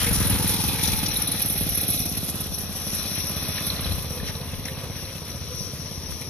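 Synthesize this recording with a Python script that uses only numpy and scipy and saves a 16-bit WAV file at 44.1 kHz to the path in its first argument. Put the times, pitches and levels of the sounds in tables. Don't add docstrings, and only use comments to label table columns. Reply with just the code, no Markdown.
import sys
import numpy as np
from scipy import signal
from scipy.fft import rfft, irfft
from scipy.io import wavfile
from scipy.ndimage import uniform_filter1d

SR = 44100
rng = np.random.default_rng(int(sys.argv[2]) if len(sys.argv) > 2 else 0)


def makeup_ratio(level_db):
    decades = np.asarray(level_db, float) / 20
    return 10 ** decades


def transcribe(u):
    v = np.clip(np.atleast_2d(u).T, -1, 1)
    q = np.round(v * 32767).astype(np.int16)
    wavfile.write(sys.argv[1], SR, q)


N = 277461
T = np.arange(N) / SR

# time in seconds, firings per second.
FIRING = [(0.0, 23.43), (0.252, 20.61), (0.756, 20.75), (1.008, 19.67), (2.016, 17.48), (2.268, 17.54),
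          (2.52, 16.98), (2.772, 17.24), (3.024, 16.0), (3.528, 16.35), (4.032, 15.93), (4.536, 16.76),
          (4.788, 16.36), (5.04, 15.6), (5.544, 15.27), (5.796, 16.47), (6.048, 17.0), (6.3, 16.45)]
FIRST_PHASE, LEAD_S = .39, .0048
LATE_S, LATE_FADE_S = .0018, .5
# pitch in Hz, width in Hz, level in dB.
SILENCER = [
    [(175, 112, 2), (108, 50, -7.5), (255, 120, -6), (520, 240, -12)],
    [(136, 112, 5), (90, 36, -3.5), (265, 60, -15), (480, 220, -4)],
]
# pitch in Hz, width in Hz, level in dB.
INTAKE = [
    [(86, 64, -4), (200, 140, -4)],
    [(82, 42, -5.5), (205, 80, -16)],
]
GULP_PHASE, GULP_DB, GULP_FADE_S = .25, -4, 1.6
# time in seconds, share of the far sound.
FAR = [(0, 0), (2.2, 0), (3.9, 1), (6.3, 1)]
# time in seconds, exhaust level in dB.
EFFORT = [(0, -33.5), (.28, -30.5), (.55, -31.5), (.9, -32), (1.3, -34), (1.85, -34), (2.6, -35),
          (3.3, -34), (3.85, -32), (4.25, -36.5), (5.1, -37.5), (5.75, -39.5), (6.29, -41.5)]
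# time in seconds, change in dB.
UNEVEN = [(.115, 2), (.207, 2), (.495, -4.5), (.642, 1), (.885, 3), (1.137, -3), (1.4, -7), (1.56, 0.5),
          (1.615, 2), (1.724, -3), (2.12, -0.5), (2.64, 1.5), (2.874, 2.5), (3.12, 0.5), (3.183, 3),
          (4.9, 3), (5.092, -10), (5.737, 2.5), (5.92, 3), (6.038, 1.5), (5.42, -0.5), (5.61, 2.5),
          (5.35, 2), (5.48, -2), (4.36, 1), (4.48, -2), (4.97, -3), (5.03, 1), (5.68, 1.5), (6.1, 2),
          (.77, -10), (2.21, 6), (2.52, 0.5), (3.04, -6), (3.44, 0.5), (3.62, -1), (5.8, 1.5), (.98, -3),
          (1.75, 2), (1.82, 5), (1.89, 4), (2.01, 0.5), (2.35, 2.5), (2.41, 4), (2.79, -14), (2.94, 3),
          (3.5, 2.5), (3.56, 1.5), (3.709, -19), (3.77, -13), (5.12, -21)]
UNEVEN_S = 0.017
# pitch in Hz, width in Hz, level in dB.
CASE = [(456, 88, -2.5), (1133, 125, -14), (1011, 40, -6.5), (270, 146, 0.5)]
DRONE_WANDER_DB = 2
# time in seconds, pitch in Hz, level in dB.
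SHROUD = [(0, 870, -37), (.45, 885, -28.5), (.95, 845, -28.5), (1.05, 840, -32.5), (1.9, 765, -35.5),
          (2.6, 770, -42.5), (3.8, 820, -47), (4.3, 920, -42), (6.29, 940, -43)]

# time in seconds, level in dB.
SHAKE = [(0, 0), (.2, -1), (.75, 0.5), (1.2, 0.5), (1.55, -3), (1.9, -1), (2.25, -5.5), (2.55, -6.5),
         (2.75, -8.5), (2.95, -4), (3.35, -4.5), (3.7, -0.5), (4.1, -7.5), (4.55, -11.5), (5.15, -11.5),
         (5.35, -12), (5.8, -15.5), (6.2, -16.5)]
# time in seconds, lift of high parts in dB,
# lift of low parts in dB.
JOLTS = [(.02, 2, 1), (.08, 1.5, -2.5), (.16, 5, -2.5), (.33, 3, 2), (.49, 3, 1.5), (.85, 3.5, 1),
         (1.23, 1, 3.5), (1.31, -1, 1.5), (1.58, 3.5, 1), (2.31, -2.5, -7.5), (2.42, 1, 1.5),
         (2.501, -3, -5), (2.57, 2, -3.5), (3.099, 0.5, 3), (3.59, 0, 7), (3.8, -4, 1.5), (3.88, -1.5, 4.5),
         (2.02, 4, -2), (2.1, -3.5, -2.5), (2.3, 6.5, 4), (4.28, -0.5, 7.5), (4.68, 4, 6),
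         (4.9, -3.5, -0.5), (2.2, -0.5, -1.5), (5.24, -3, -2), (5.29, 2.5, 3), (5.53, 0, 1.5),
         (6.12, 9, 0.5), (6.22, 8.5, 2)]
JOLT_S = 0.026
# start level in dB, share of the control followed, drift in dB per second.
CASE_RULE, TIN_RULE = (-39, 1, -0.053), (-41, 0.99, 0.13)
TYRE_RULE, CHAIN_RULE = (-42, 0.28, -0.86), (-30.5, 0.69, -1.71)
ALIKE_UP_TO_HZ = 10000
# pitch in Hz, width in Hz, level in dB.
TINWARE = [(3470, 150, -2), (4050, 220, 1), (4770, 640, -7), (2500, 120, -4)]
# pitch in Hz, width in Hz, level in dB.
TREAD = [(2310, 610, -6), (1930, 920, 2), (1256, 160, -4.5), (3070, 480, -3.5)]
NEAR_DB, NEAR_S = 6, 0.89
# pitch in Hz, width in Hz, level in dB.
CHAIN = [(9100, 4100, -4), (11730, 4400, -4.5), (13500, 12000, -13), (7030, 2500, -3)]
CHAIN_PAN_DB, CHAIN_PAN_DB_PER_S = -0.5, 0.5
START_LEFT_DB, START_LEFT_S = 1, .35
SPROCKET_HZ, SPROCKET_WIDTH_HZ = 9660, 880
SPROCKET_NEAR, SPROCKET_HIDDEN, TURN_S = 0.24, -0.1, 0.91
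# time in seconds, share of the low ring, share of the high ring.
FACING = [(0, 0.86, -0.36), (.6, 0.51, -0.12), (1.2, 0.37, -0.6), (1.6, 0.38, 1), (2.3, 0.17, 0.56),
          (3, 0.97, 0.88), (3.7, -0.24, 0.62), (4.5, 0.14, 0.021), (6.29, 0.39, 1)]
FACING_RINGS = (10200, 530), (11400, 780)

# frequency in Hz, density in dB per Hz.
YARD = [(24, -5.5), (40, -17), (91, -7.5), (209, -16), (330, -16.5), (489, -20), (826, -33.5), (989, -27),
        (2000, -58), (2600, -49), (4400, -120)]
YARD_DB, LEAVES_DB = -39, -42
# time in seconds, lift in dB, length in seconds.
RUSTLE = [(0.333, -5, 0.13), (0.602, 15.5, 0.18), (1.066, 28.5, 0.011), (1.0, -4, 0.32), (1.955, -3, .15),
          (3.21, 11, 0.67), (4.28, 12, 0.027), (4.656, 17.5, 0.0038), (5.008, 4, 0.057), (5.61, 4, 0.07),
          (5.9, 8, 1)]
# time in seconds, lift in dB, length in seconds.
WIND = [(0.25, 10.5, 0.47), (0.954, 10, 0.12), (1.662, 8.5, 0.15), (2.19, 8, 0.044), (2.5, 10, 0.04),
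        (3.3, 1, 0.11), (3.9, 16, 0.11), (4.25, 9, 0.12), (4.563, 12, 0.047), (4.91, 6, .05),
        (5.2, -6, 0.054), (5.596, 11, 0.054), (6.122, 14.5, 0.036)]
CALM_DB, CALM_DB_PER_S = -39, -1.5
SHED_S, SHED_DB = .0035, -13
TREES_T60_S, TREES_DB = .3, -12.5
GROUND_DIP = 345, 150, -5
# time in seconds, length in seconds, pitch in Hz, width
# in Hz, share removed (negative lifts).
SHIFTING_BANDS = [(1.54, 0.78, 970, 410, 0.75), (.25, 0.32, 290, 130, -0.24), (2.17, 0.28, 1700, 300, .4),
                  (1.3, 0.23, 420, 64, .4), (2.7, .3, 287, 90, 0.6), (0.64, 0.34, 650, 130, 0.7),
                  (0.21, 0.31, 1620, 530, -.5), (4.5, 0.45, 1340, 170, 0.5), (3.23, 0.23, 5590, 280, -0.4),
                  (3.15, 0.26, 2500, 140, -0.5), (1.23, .5, 890, 180, -0.4), (6, .3, 1360, 170, .3),
                  (2.24, .3, 470, 100, 0.4), (.05, .12, 520, 110, -.5), (5.75, 0.75, 305, 81, 0.5),
                  (4.55, 0.36, 320, 58, 0.9), (3.37, 0.4, 480, 58, 0.8), (1.46, 0.2, 5500, 600, 0.2),
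                  (2.28, 0.13, 5800, 350, 0.8), (1.52, 0.088, 7240, 1100, 1.7), (3.6, 0.055, 6700, 630, 1.8),
                  (3.5, .12, 6800, 900, .7), (1.1, .7, 8000, 500, 0.6), (.15, .25, 7100, 600, -1),
                  (2.7, .7, 7760, 290, -2), (5.4, 1.73, 7760, 193, -4), (2.59, 0.42, 2200, 170, 0.6),
                  (5.53, 0.39, 870, 220, 0.7), (0.89, 0.33, 2360, 330, -0.43)]

# time in seconds, peak in dB, pitch in Hz.
KNOCKS = [(.135, -28, 5330), (.16, -36, 5440), (1.275, -29, 3870), (1.495, -30.5, 3520), (1.6, -35, 4050),
          (1.8, -31, 3980), (0.0657, -28, 2230), (0.79, -31.5, 2120), (1.1613, -26, 3860),
          (3.45, -31, 4200), (3.5786, -31, 4200), (3.582, -30.5, 1920), (3.6446, -29, 4050),
          (3.6706, -34, 4120), (3.7007, -26, 4090), (3.7609, -29, 4020), (3.8442, -28.5, 4100),
          (3.921, -31, 4100), (4.1984, -36, 1750), (4.2807, -35.5, 2120), (4.3515, -31.5, 4000),
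          (4.6543, -30.5, 1930), (4.6537, -30.5, 5260), (4.654, -36, 6080), (4.684, -40, 3600),
          (5.05, -35, 4200), (1.112, -29, 5750), (1.218, -30, 5750), (4.6833, -29, 1900),
          (6.118, -37, 1100), (6.12, -38, 1800), (2.5425, -39, 5750), (3.05, -37, 2520), (3.2, -33, 2500),
          (3.859, -36, 2490), (6.217, -36, 2130)]
# time in seconds, peak in dB, pitch in Hz.
SLAPS = [(0.0662, -28.5, 10500), (0.09, -16, 10100), (0.1302, -10, 10600), (0.2, -13, 10300),
         (0.2533, -18, 10200), (0.2703, -10, 10000), (0.299, -8.5, 10800), (0.427, -11.5, 10000),
         (0.478, -9.5, 9950), (0.5078, -11, 9700), (0.6035, -15, 10000), (0.6804, -11, 12100),
         (0.832, -10.5, 10300), (0.9328, -16, 11300), (0.9706, -16, 10900), (1.033, -14.5, 10600),
         (1.085, -15, 10600), (1.1403, -17, 11000), (1.172, -9.5, 10400), (1.202, -26, 11900),
         (1.2206, -9, 10400), (1.275, -9.5, 10200), (1.3166, -8.5, 9910), (1.3952, -16.5, 11100),
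         (1.42, -7.5, 11600), (1.4606, -13, 10900), (1.485, -13, 10700), (1.5, -10.5, 10500),
         (1.525, -11, 11350), (1.5783, -14, 11000), (1.6082, -17, 11000), (1.654, -26, 10900),
         (1.693, -10, 11600), (1.726, -22, 11600), (1.7515, -12, 11500), (1.7754, -9, 11100),
         (1.814, -11.5, 11300), (1.834, -16, 11200), (1.8821, -11, 10800), (1.9026, -9, 11000),
         (1.934, -12.5, 11000), (1.99, -12.5, 11000), (2.0567, -17, 10900), (2.0941, -16, 11200),
         (2.174, -15.5, 11200), (2.2418, -19, 11100), (2.298, -18, 11000), (2.3516, -19, 11300),
         (2.407, -13.5, 10900), (2.54, -19, 10850), (2.587, -18, 11200), (2.9497, -14, 11700),
         (3.027, -19, 11200), (3.1524, -16.5, 10200), (3.1847, -16, 9870), (3.207, -23, 11200),
         (3.3676, -18.5, 11700), (3.669, -12.5, 11200), (3.8097, -18.5, 10800), (4.0257, -24, 11400)]
SLAP_WIDTH_HZ, SLAP_DB, SLAP_BROAD = 1480, 4.5, 0.17
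SLAP_RISE_S, SLAP_DECAY_S = .0075, 0.0069
# time in seconds, level in dB,
# pitch in Hz, length in seconds.
BOOMS = [(0.088, -34.5, 469, 0.018), (5.256, -47, 5160, .008), (0.405, -39, 495, 0.03),
         (4.13, -45, 506, 0.061), (4.33, -48, 489, 0.081), (4.543, -51, 510, 0.033),
         (4.71, -41.5, 515, 0.032), (4.843, -50.5, 500, 0.044), (5.08, -47, 525, .04),
         (5.346, -45, 560, 0.009), (5.522, -39, 497, 0.022), (5.63, -48, 525, .03),
         (5.866, -49, 562, 0.0091), (4.3, -48, 270, 0.17), (4.604, -45, 265.6, 0.068),
         (3.2, -51, 269, 0.16)]
BOOM_WOBBLE_HZ = 14
# time in seconds, peak in dB, pitch in
# Hz.
RUTS = [
    (0.325, -25, 78),
    (.172, -31.5, 81),
    (3.896, -30, 62),
    (3.7, -36, 85),
    (5.41, -38, 80),
    (5.605, -39, 85),
    (2.0, -33.5, 64),
    (5.8, -45, 81),
]
# time in seconds, length in seconds, start in Hz, end in Hz, level in dB.
BIRD = [
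    (4.465, .1, 2950, 2380, -61),
    (4.7, .1, 2900, 2480, -63),
    (4.96, .11, 2950, 2520, -60),
    (5.08, .13, 2900, 2380, -65),
]
BIRD_RAGGED_DB, BIRD_WOBBLE_HZ = 4, 80

# frequency in Hz, gain in dB.
LEFT_PORT = [(1500, 1), (2600, 1), (3900, 6.5), (4600, 4.5), (5400, 8), (5750, 19), (6150, -0.5),
             (6950, -4.5), (7250, -7.5), (7700, -21.5), (8000, -3), (8500, -1), (10200, 9), (10900, 6.5),
             (11900, 0.5), (14300, 1)]
RIGHT_PORT = [(1500, 0.5), (2600, 4.5), (3900, 5.5), (4700, 2), (5700, 1), (6500, -10), (7100, -11.5),
              (7600, -17.5), (8150, -17), (8700, -11), (9300, -10), (10300, 0.5), (11400, 11), (12600, 7.5),
              (14300, 11)]
WHISTLE_HZ, WHISTLE_WIDTH_HZ, WHISTLE_DAMPED, WHISTLE_OPENS_S = 5750, 340, 0.77, 0.97
WHISTLE_FLICKER, WHISTLE_PER_S = .3, 25
MASK_DB, MASK_HZ, QUIET_DB, RAGGED_DB = -9, 5500, -85, 2.6


def level(x, db):
    return x * makeup_ratio(db) / np.sqrt(np.mean(x ** 2))


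def ring(x, hz, width):
    return signal.lfilter(*signal.iirpeak(hz, hz / width, fs=SR), x)


def ring_twice(x, hz, width):
    return ring(ring(x, hz, width), hz, width)


def body(x, modes):
    return sum(makeup_ratio(db) * ring(x, hz, width) for hz, width, db in modes)


def curve(table):
    s, *columns = np.transpose(table)
    return [np.interp(T, s, c) for c in columns]


def walk(rate):
    k = int(SR / rate)
    held = np.repeat(rng.standard_normal(N // k + 1), k)
    return 0.9 * uniform_filter1d(uniform_filter1d(held, k), k)[:N]


def swells(s, db, length_s):
    return sum(d * np.exp(-((T - c) / w) ** 2) for c, d, w in np.broadcast(s, db, length_s))


def follow(control_db, rule):
    start_db, share, drift_db_per_s = rule
    return start_db + share * control_db + drift_db_per_s * T


def colour(x, points):
    hz, db = np.transpose(points)
    gain_db = np.interp(np.log(np.linspace(1, SR / 2, 4097)), np.log(hz), db)
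    c = irfft(gain_db * np.log(10) / 20)
    c[1:4096] *= 2
    c[4097:] = 0
    return signal.fftconvolve(x, irfft(np.exp(rfft(c))))[:N]


def clicks(s, size):
    inside = (s > 0) * (s < T[-1])
    return np.bincount(np.clip(s * SR, 0, N - 1).astype(int), size * inside, N)


def tail(x, decay_s):
    return signal.lfilter([1], [1, -np.exp(-1 / (decay_s * SR))], x)


def pair(alike):
    mid, side = rng.standard_normal((2, N))
    return np.sqrt(1 + alike) * mid + np.sqrt(1 - alike) * side * np.array([[1], [-1]])


def exhaust(phase):
    k = np.arange(1, 120)
    chance = rng.standard_normal((4, len(k)))
    fire_s = np.interp(k, phase, T, right=-1) - LEAD_S + .0003 * chance[0]
    gulp_s = np.interp(k + GULP_PHASE, phase, T, right=-1) - LEAD_S + .0008 * chance[1]
    fire_s, gulp_s = (s + LATE_S * np.exp(-np.abs(s) / LATE_FADE_S) for s in (fire_s, gulp_s))
    fire = clicks(fire_s, makeup_ratio(1.2 * chance[2]))
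    gulp_db = GULP_DB * np.clip(gulp_s / GULP_FADE_S, 0, 1)
    gulp = clicks(gulp_s, makeup_ratio(gulp_db + 1.3 * chance[3]))

    def heard(pipe, box):
        thump = sum(makeup_ratio(db) * ring_twice(fire, hz, w) / w for hz, w, db in pipe)
        pull = sum((-1) ** j * makeup_ratio(db) * ring_twice(gulp, hz, w) / w for j, (hz, w, db) in enumerate(box))
        return level(thump - pull, 0)

    near, far = (heard(pipe, box) for pipe, box in zip(SILENCER, INTAKE))
    share = curve(FAR)[0]
    gas = rng.standard_normal(N) * (0.16 + np.exp(-(phase % 1) / 0.91))
    return near * (1 - share) + far * share + level(body(gas, SILENCER[0]), -19)


def case(phase):
    gas = rng.standard_normal(N) * makeup_ratio(DRONE_WANDER_DB * walk(13))
    return level(body(gas * (1 + 0.24 * np.exp(-(phase % 1) / 0.32)), CASE), 0)


def shroud(phase):
    hz, db = curve(SHROUD)
    turn = 2 * np.pi * np.cumsum(hz) / SR
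    push = .5 + np.exp(-(phase % 1) / .3)
    fan = walk(340) * np.cos(turn) + walk(340) * np.sin(turn)
    return level(fan * push, -12) * makeup_ratio(db)


def rattle(phase, rate, spread_db, decay_s, bed):
    chance = rng.random((2, 3000))
    s = np.cumsum(-np.log(1 - chance[0]) / rate)
    grains = tail(clicks(s, makeup_ratio(-spread_db * np.log(1 - chance[1] / 1.03))), decay_s)
    nudge_db = 0.72 * np.cos(4 * np.pi * phase) + 0.76 * np.cos(2 * np.pi * phase - 0.6)
    return level((bed + grains) * makeup_ratio(nudge_db + 1.44 * walk(20)), 0)


def parts(shake, modes, alike, own_db):
    out = 0
    for hz, width, db in modes:
        noise = pair(alike * min(1, (ALIKE_UP_TO_HZ / hz) ** 3))
        rung = np.array([ring(n * shake, hz, width) for n in noise])
        out = out + makeup_ratio(db + own_db * walk(20)) * level(rung, 0)
    return level(out, 0)


def tinware(phase, shake_db, high_db, low_db):
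    tin = parts(rattle(phase, 200, 3.6, 0.004, 2.2), TINWARE, 0.49, 1.4)
    return tin * makeup_ratio(follow(shake_db, TIN_RULE) + 0.5 * (low_db + high_db))


def tyres(phase, shake_db, low_db):
    tread = parts(rattle(phase, 300, 0.63, 0.0033, 3.3), TREAD, 0.47, 3.1)
    return tread * makeup_ratio(follow(shake_db, TYRE_RULE) + NEAR_DB * np.exp(-T / NEAR_S) + low_db)


def chain(phase, shake_db, high_db):
    links = parts(rattle(phase, 330, 2.5, .003, 3), CHAIN, .6, 2)
    pan_db = CHAIN_PAN_DB + CHAIN_PAN_DB_PER_S * T + START_LEFT_DB * np.exp(-T / START_LEFT_S)
    links = links * makeup_ratio(follow(shake_db, CHAIN_RULE) + high_db + pan_db * np.array([[.5], [-.5]]))
    facing = SPROCKET_HIDDEN + (SPROCKET_NEAR - SPROCKET_HIDDEN) * np.exp(-T / TURN_S)
    links = links + facing * ring(links, SPROCKET_HZ, SPROCKET_WIDTH_HZ)
    return links + sum(share * ring(links, *r) for share, r in zip(curve(FACING), FACING_RINGS))


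def yard():
    rumble = level(np.array([colour(n, YARD) for n in pair(0.93)]), YARD_DB)
    leaves = np.array([ring(n, 6000, 2500) for n in pair(0.81)]) * makeup_ratio(0.49 * walk(3.64))
    return rumble + level(leaves, 0) * makeup_ratio(LEAVES_DB + swells(*np.transpose(RUSTLE)) - 9.5)


def wind():
    gusts = np.array([ring(ring(n, 52, 50), 58, 60) * makeup_ratio(2.5 * walk(9)) for n in pair(.3)])
    gust_db = CALM_DB + CALM_DB_PER_S * T + swells(*np.transpose(WIND))
    return level(gusts, 0) * makeup_ratio(gust_db + np.array([[2.5], [-2.5]]))


def shed(x):
    return makeup_ratio(SHED_DB) * np.roll(x, int(SHED_S * SR)) * np.array([[1], [-1]])


def trees(x):
    t = T[:SR // 2]
    echo = rng.standard_normal((2, len(t))) * makeup_ratio(-60 * t / TREES_T60_S) * (t > .012)
    return signal.fftconvolve(x[None], level(echo, TREES_DB) / np.sqrt(len(t)))[:, :N]


def shifting_bands(x):
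    return x - sum(swells([s], share, w) * ring(x, hz, width) for s, w, hz, width, share in SHIFTING_BANDS)


def knocks():
    out = np.zeros(N)
    for s, db, hz in KNOCKS:
        i = int(s * SR)
        burst = rng.standard_normal(1500) * np.exp(-T[:1500] / 0.0055)
        out[i:i + 1500] += makeup_ratio(db) * (5 * ring_twice(burst, hz, 560) + 0.25 * burst)[:N - i]
    return out


def slaps():
    out, t = np.zeros((2, N)), T[:2000]
    shape = (1 - np.exp(-t / SLAP_RISE_S)) * np.exp(-t / SLAP_DECAY_S)
    for s, db, hz in SLAPS:
        i = int((s - SLAP_RISE_S / 2) * SR)
        burst = (rng.standard_normal(len(t)) + .5 * rng.standard_normal((2, len(t)))) * shape
        broad = ring(rng.standard_normal((2, len(t))) * shape, 11500, 7000)
        out[:, i:i + len(t)] += makeup_ratio(db + SLAP_DB) * (ring(burst, hz, SLAP_WIDTH_HZ) + SLAP_BROAD * broad)
    return out


def booms():
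    wobble, ragged = BOOM_WOBBLE_HZ * walk(40), makeup_ratio(2.2 * walk(45))
    out = np.zeros(N)
    for s, db, hz, length_s in BOOMS:
        tone = np.sqrt(2) * np.sin(2 * np.pi * np.cumsum(hz + wobble) / SR)
        out += makeup_ratio(db) * np.exp(-((T - s) / length_s) ** 2) * tone
    return ragged * out


def ruts():
    return sum(ring_twice(clicks(np.array([s]), makeup_ratio(db) * SR / 60), hz, 75) for s, db, hz in RUTS)


def bird():
    out, ragged, wobble = np.zeros(N), makeup_ratio(BIRD_RAGGED_DB * walk(70) + 6), BIRD_WOBBLE_HZ * walk(90)
    for s, length_s, from_hz, to_hz, db in BIRD:
        u = np.clip((T - s) / length_s, 0, 1)
        hz = from_hz + (to_hz - from_hz) * u + wobble
        out += makeup_ratio(db) * np.sqrt(2) * np.sin(np.pi * u) * np.sin(2 * np.pi * np.cumsum(hz) / SR)
    return out * ragged


def scene():
    phase = FIRST_PHASE + np.cumsum(curve(FIRING)[0]) / SR
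    effort_db, shake_db = curve(EFFORT)[0], curve(SHAKE)[0]
    s, high_db, low_db = np.transpose(JOLTS)
    high_db, low_db = swells(s, high_db, JOLT_S), swells(s, low_db, JOLT_S)
    low = exhaust(phase) * makeup_ratio(effort_db + swells(*np.transpose(UNEVEN), UNEVEN_S))
    low = low + case(phase) * makeup_ratio(follow(effort_db + 32, CASE_RULE) + 0.4 * low_db)
    low = low + shroud(phase) + knocks() + booms() + ruts() + bird()
    low = low - body(low, [GROUND_DIP]) * (1 + .5 * curve(FAR)[0])
    clatter = tinware(phase, shake_db, high_db, low_db) + tyres(phase, shake_db, low_db)
    clatter = clatter + chain(phase, shake_db, high_db) + slaps()
    return shifting_bands(low + shed(low) + trees(low) + clatter + yard()) + wind()


def mask(x):
    how = dict(fs=SR, window="cosine", nperseg=2048, noverlap=1024)
    hz, _, z = signal.stft(np.array([x[0] + x[1], x[0] - x[1]]) / 2, **how)
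    power = uniform_filter1d(np.abs(z) ** 2, size=2, axis=2)
    narrow = np.repeat(uniform_filter1d(power, size=5, axis=1)[:, 2::5], 5, axis=1)
    wide = uniform_filter1d(power * (hz[:, None] > 600), size=int(MASK_HZ / hz[1]), axis=1)
    ragged_db = RAGGED_DB * np.repeat(rng.standard_normal(z[:, 2::5].shape), 5, axis=1)
    floor = makeup_ratio(2 * MASK_DB) * wide * makeup_ratio(2 * ragged_db) + makeup_ratio(2 * QUIET_DB)
    hidden = (narrow < floor) & (hz[:, None] > 1200)
    mid, side = signal.istft(z * ~hidden, **how)[1][:, :N]
    return np.array([mid + side, mid - side])


def roll_off(x):
    return signal.sosfilt(signal.butter(12, 15680, fs=SR, output="sos"), x)


def record(dry):
    left, right = colour(dry[0], LEFT_PORT), colour(dry[1], RIGHT_PORT)
    damped = WHISTLE_DAMPED * np.exp(-(T / WHISTLE_OPENS_S) ** 4)
    left = left - damped * ring(left, WHISTLE_HZ, WHISTLE_WIDTH_HZ)
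    flicker = WHISTLE_FLICKER * walk(WHISTLE_PER_S) - .1
    left = left + flicker * ring(left, WHISTLE_HZ, WHISTLE_WIDTH_HZ)
    both = signal.lfilter(*signal.butter(2, 45, "high", fs=SR), [left, np.roll(right, 2)])
    cut = signal.ellip(10, .2, 80, 14430, fs=SR, output="sos")
    return roll_off(mask(signal.sosfilt(cut, both)))


dry = scene()
out = record(dry)
transcribe(out)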